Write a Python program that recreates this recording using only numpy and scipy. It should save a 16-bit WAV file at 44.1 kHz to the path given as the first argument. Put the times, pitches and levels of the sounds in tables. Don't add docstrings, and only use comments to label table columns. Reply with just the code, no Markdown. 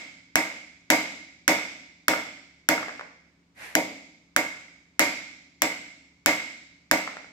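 import sys
import numpy as np
from scipy import signal
from scipy.fft import rfft, irfft, next_fast_len
from scipy.io import wavfile
from scipy.ndimage import uniform_filter1d

SR = 44100
rng = np.random.default_rng(int(sys.argv[2]) if len(sys.argv) > 2 else 0)


def master(y):
    cut = np.clip(np.atleast_2d(y).T, -1, 1)
    pcm = np.round(cut * 32767)
    wavfile.write(sys.argv[1], SR, pcm.astype(np.int16))


N = 322801
TIME = np.arange(N) / SR
RING_TIME = np.arange(65536) / SR
SIDES = np.array([[.5], [-.5]])

# f/Hz, level/dB, t60/s, left minus right/dB
BEAM_MODES = [(103, -49, .45, 0), (141, -44, .35, 0), (181, -37, .3, 0), (195, -37, .5, 0),
              (257, -21.5, .14, -1), (280, -24.5, .19, -1), (308, -24, .3, 0), (320, -23, .17, 0),
              (393, -44, .35, 0), (463, -34, .28, -2), (510, -30, .18, 0), (549, -27.5, .2, -3),
              (581, -22.5, .17, -4), (630, -26, .16, -2), (661, -23, .21, 0), (736, -24, .2, -1),
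              (770, -26, .15, -1), (853, -37, .24, -4), (938, -26.5, .27, 8), (1164, -35, .3, -4),
              (1445, -39, .38, -4), (1609, -38, .36, -5), (1979, -34, .3, -5), (2080, -29, .42, -2),
              (2122, -28.5, .45, -4), (2140, -28.5, .7, -4), (2187, -29, .55, -4), (2262, -26, .28, -7),
              (2395, -37, .33, 2), (4990, -42, .55, 0)]


def undb(db):
    return 10 ** (np.asarray(db) / 20)


def unit(x):
    return x / np.sqrt(np.mean(x ** 2))


def fade(t, t60):
    return np.exp(-np.log(1000) * t / t60)


def over(f, hz, values):
    return np.interp(np.log(np.maximum(f, 1)), np.log(hz), values)


def colour(x, hz, db, pan_db=None):
    size = next_fast_len(x.shape[-1] // 2 + 1024) * 2
    f = np.arange(size // 2 + 1) * SR / size
    gain_db = over(f, hz, db)
    if pan_db is not None:
        gain_db = gain_db + SIDES * over(f, hz, pan_db)
    cepstrum = irfft(np.log(undb(gain_db)))
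    cepstrum[..., 1:size // 2] *= 2
    cepstrum[..., size // 2 + 1:] = 0
    response = np.exp(rfft(cepstrum))
    return irfft(rfft(x, size) * response)[..., :x.shape[-1]]


def diffuse(size, alike_hz=650):
    f = np.arange(size // 2 + 1) * SR / size
    alike = .9 / (1 + (f / alike_hz) ** 4)
    mid, side = rfft(rng.standard_normal((2, size)))
    shared = mid * np.sqrt((1 + alike) / 2)
    opposed = side * np.sqrt((1 - alike) / 2)
    return f, shared + 2 * SIDES * opposed


def noise():
    _, spectrum = diffuse(size=2 * next_fast_len(N // 2 + 1))
    return irfft(spectrum)[:, :N]


def add(out, x, s):
    start = int(round(s * SR))
    a, b = max(start, 0), min(start + x.shape[-1], N)
    if b > a:
        out[:, a:b] += x[..., a - start:b - start]


def workshop_air(air_db=-67):
    # f/Hz, density/dB per Hz
    air = [(25, -18), (45, -16.5), (72, -10), (120, -7.5), (270, -8), (450, -18.5), (900, -21), (2200, -25),
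           (5000, -29), (7800, -33.5), (9500, -46.5), (16000, -50.5)]
    # f/Hz, rms level/dB
    hum_tones = [(72, -75), (172.3, -70), (279.9, -73), (360.7, -84.5)]
    hum = 0
    for hz, db in hum_tones:
        hum = hum + undb(db) * np.sqrt(2) * np.sin(2 * np.pi * (hz * TIME + rng.random()))
    rumble = unit(colour(noise(), *np.transpose(air)))
    return undb(air_db) * rumble + hum


def plate_slide(rub_db=-40, grit_db=-0.5):
    # f/Hz, level/dB, left minus right/dB
    rub = [(100, -11.5, 3), (400, -4.5, -2), (750, 1, -2.5), (1200, -3.5, -2), (2000, 9.5, -5),
           (3300, -5.5, 1), (7690, -13, 4), (13000, -17, 5.5), (16000, -45.5, -14.5)]
    start_s, attack_s, slows_db_per_s = 3.535, .12, 80
    seated_s = 3.76
    age = TIME - start_s
    attack = np.sin(np.pi / 2 * np.clip(age / attack_s, 0, 1)) ** 2
    slowing = undb(-slows_db_per_s * np.maximum(age - attack_s, 0))
    release = slowing * (TIME < seated_s)
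    grit = undb(grit_db * unit(uniform_filter1d(rng.standard_normal(N), size=150)))
    friction = unit(colour(noise() * grit, *np.transpose(rub)))
    return undb(rub_db) * attack * release * friction


def shop(early_t60=0.29, build_s=0.0019, bass_lag_s=0.011, bass_hz=700, ripple_db=2.0):
    # f/Hz, early level/dB (raised 6.5 dB below), late level/dB,
    # late t60/s, left minus right/dB
    bands = [(50, -47, -39, 0.82, -2), (179, -34.5, -24.5, 0.9, 5), (288, -23.5, -13.5, 1.08, -2.5),
             (361.4, -23, -20, 0.59, 1), (605, -9, -10.5, 0.6, -1), (1070, -22, -18, 0.57, -2.5),
             (1490, -22, -19.5, 0.73, -1), (1837, -16, -21.5, 0.83, -5), (2166, -12, -8, 0.93, -4.5),
             (2336, -17.5, -17, 0.99, -7.5), (2440, -19, -17.5, 0.87, -2.5), (2970, -29, -24, 0.84, 1),
             (4300, -29.5, -30, 0.98, 1.5), (4960, -24, -26, 0.97, 0.5), (6940, -27.5, -31.5, 0.91, 4),
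             (7620, -29, -27.5, 0.76, 11.5), (9100, -34.5, -42, 0.69, -5.5), (11900, -31, -37.5, .58, 10.5),
             (16000, -38.5, -55.5, .5, 9.5)]
    hz, early_db, late_db, t60, pan_db = np.transpose(bands)
    t = RING_TIME
    f, spectrum = diffuse(size=len(t))
    ripple = unit(uniform_filter1d(rng.standard_normal(len(f)), size=130))
    ripple = ripple * np.clip(f / 2500 - .5, 0, 1)
    gain_db = over(f, hz, late_db) + SIDES * over(f, hz, pan_db) + ripple_db * ripple
    spectrum = spectrum * undb(gain_db)
    out = 0
    for k, share in enumerate(np.eye(len(hz))):
        band = irfft(spectrum * over(f, hz, share))
        rise_s = build_s + bass_lag_s / (1 + (hz[k] / bass_hz) ** 2)
        build = 1 - np.exp(-t / rise_s)
        early = undb(early_db[k] - late_db[k] + 6.5) * fade(t, early_t60)
        out = out + band * build * np.hypot(early, fade(t, t60[k]))
    return out


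def contact(rise_s, t60, lag_s, apart):
    t = RING_TIME[:2048]
    envelope = (1 - np.exp(-(t / rise_s) ** 2)) * fade(t, t60)
    shared, left, right = rng.standard_normal((3, len(t))) * envelope
    late_right = np.interp(t - lag_s, t, shared + apart * right, left=0)
    burst = np.array([shared + apart * left, late_right])
    spectrum = rfft(burst)
    smooth = np.sqrt(uniform_filter1d(np.abs(spectrum) ** 2, size=50, axis=-1))
    burst = irfft(spectrum / smooth)
    burst[:, len(t) // 2:] = 0
    return burst


def plate_knocks(knock_db=25, room_db=-22):
    # t/s, relative level/dB
    knocks = [(2.135, -4), (2.141, -6), (2.176, -19.5), (2.779, -8), (2.828, -11), (2.882, -13.5),
              (2.892, -14.5), (2.994, -14), (3.01, -14.5), (7.075, -9.5), (7.168, -16), (7.244, -25)]
    # f/Hz, level/dB
    knock_tone = [(50, -44.5), (250, -25), (500, -13), (900, -11.5), (1450, -5.5), (2050, -14), (2700, -21),
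                  (8000, -41.5), (16000, -59)]
    out, room = np.zeros((2, N)), shop()
    for s, db in knocks:
        burst = contact(rise_s=.0005, t60=.012, lag_s=.00015, apart=.35)
        knock = undb(db + knock_db) * colour(burst, *np.transpose(knock_tone))
        add(out, knock, s)
        add(out, undb(room_db) * signal.fftconvolve(knock, room, axes=1), s)
    return out


def thud(t60=.11, low_hz=35, high_hz=110, alike_hz=90):
    _, spectrum = diffuse(size=len(RING_TIME), alike_hz=alike_hz)
    push = irfft(spectrum) * fade(RING_TIME, t60)
    band = signal.butter(1, [low_hz, high_hz], "bandpass", fs=SR, output="sos")
    low = signal.sosfilt(band, push)
    return low / np.sqrt(np.sum(low ** 2))


def beam(phases, detune=.0008, spread_hz=1100, linger_db=-26, linger_t60=0.93):
    swell_s, echo_s = .004, .017
    t, out = RING_TIME, 0
    ages = np.array([t, np.maximum(t - echo_s, 0)])
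    swell = 1 - np.exp(-(ages / swell_s) ** 2)
    linger = undb(linger_db) * fade(ages, linger_t60)
    for (hz, db, t60, pan_db), phase in zip(BEAM_MODES, phases):
        pitch = hz * (1 + detune * rng.standard_normal())
        phase_lag = SIDES * min((hz / spread_hz) ** 2 / 2, np.pi)
        strength_db = db + min(hz / spread_hz, 3) * rng.standard_normal()
        envelope = np.sum(swell * (fade(ages, t60) + linger), axis=0)
        tone = np.sin(2 * np.pi * pitch * t + phase + phase_lag)
        out = out + undb(strength_db + SIDES * pan_db) * envelope * tone
    return out


def hammer(crack_db=25.5, beam_db=-5.5, shop_db=0.0, thud_db=-17):
    # t/s, strength/dB, free ring of the steel/dB, clang of the plate/dB,
    # hardness of the contact/dB, jolt of the stand/dB, crack left minus right/dB
    blows = [(-0.2, -1, 1, 0.5, 0, 0, 0), (0.356, -1.05, -0.35, 1, 1, -12, 0.5),
             (0.902, 3.8, -1, -1, .5, -12.5, 5), (1.4787, 2.5, 0, -.5, 6, 0.5, -8),
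             (2.082, -.5, 0, 0, 2.5, 2.5, -2.5), (2.688, 2, -3, 1.5, 5, 2.5, 0),
             (3.7521, 2, -5.5, -6.5, 2, -16, 3.5), (4.3631, -3, 0, 4.5, 2, 3.5, -2.5),
             (4.9939, 0.5, 2, 0.5, 4, 5.5, -1.5), (5.6195, -2.5, 1, -1.5, 6.5, 4, 1.5),
             (6.26, 0, 2, 1, 7, 11, 4), (6.9124, 1, -1.6, 1.5, 1.5, 8, -3)]
    # f/Hz, level/dB, left minus right/dB
    crack_tone = [(100, -18.5, 4), (700, -16.5, 7.5), (1040, -4.5, -2.5), (1450, 1.5, -5.5),
                  (2200, -1, -5.5), (2730, -9, 3), (4100, -18, 7), (5880, -12.5, -11.5),
                  (7000, -18.5, 17.5), (9300, -22.5, 7), (12600, -19.5, 8.5), (16000, -27, 6)]
    # f/Hz, level/dB
    drive = [(700, -4), (1500, -.5), (2200, -2), (3500, 0.44), (5100, -1.5), (7200, -1.5), (11000, -6.5)]
    crack_follows = .1
    out = np.zeros((2, N))
    phases = rng.uniform(0, 2 * np.pi, len(BEAM_MODES))
    hz, db, pan_db = np.transpose(crack_tone)
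    drive_hz, drive_db = np.transpose(drive)
    hardening = over(hz, (2300, 5000), [0, 1]) - .55
    freeing = over(drive_hz, (700, 2200), [0, 1])
    clanging = over(drive_hz, (698, 1450, 2300), [0, 1, 0])
    for s, strength_db, free_db, clang_db, hard_db, jolt_db, lean_db in blows:
        burst = contact(rise_s=0.00043, t60=0.0058, lag_s=.00018, apart=0.15)
        crack = colour(burst, hz, db + hard_db * hardening, pan_db + lean_db)
        ring = undb(beam_db) * beam(phases) + undb(shop_db) * shop()
        tone_db = drive_db + free_db * freeing + clang_db * clanging
        add(out, undb(crack_db + crack_follows * strength_db) * crack, s)
        add(out, undb(strength_db) * colour(ring, drive_hz, tone_db), s)
        add(out, undb(thud_db + jolt_db) * thud(), s)
    return out


def scene():
    return workshop_air() + plate_slide() + plate_knocks() + hammer()


def record(dry, ceiling=.85, top_hz=15800):
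    overloaded = ceiling * np.tanh(dry / ceiling)
    bass_cut = signal.butter(1, 35, "highpass", fs=SR, output="sos")
    top_cut = signal.ellip(8, .2, 70, top_hz, fs=SR, output="sos")
    return signal.sosfilt(top_cut, signal.sosfilt(bass_cut, overloaded))


dry = scene()
out = record(dry)
master(out)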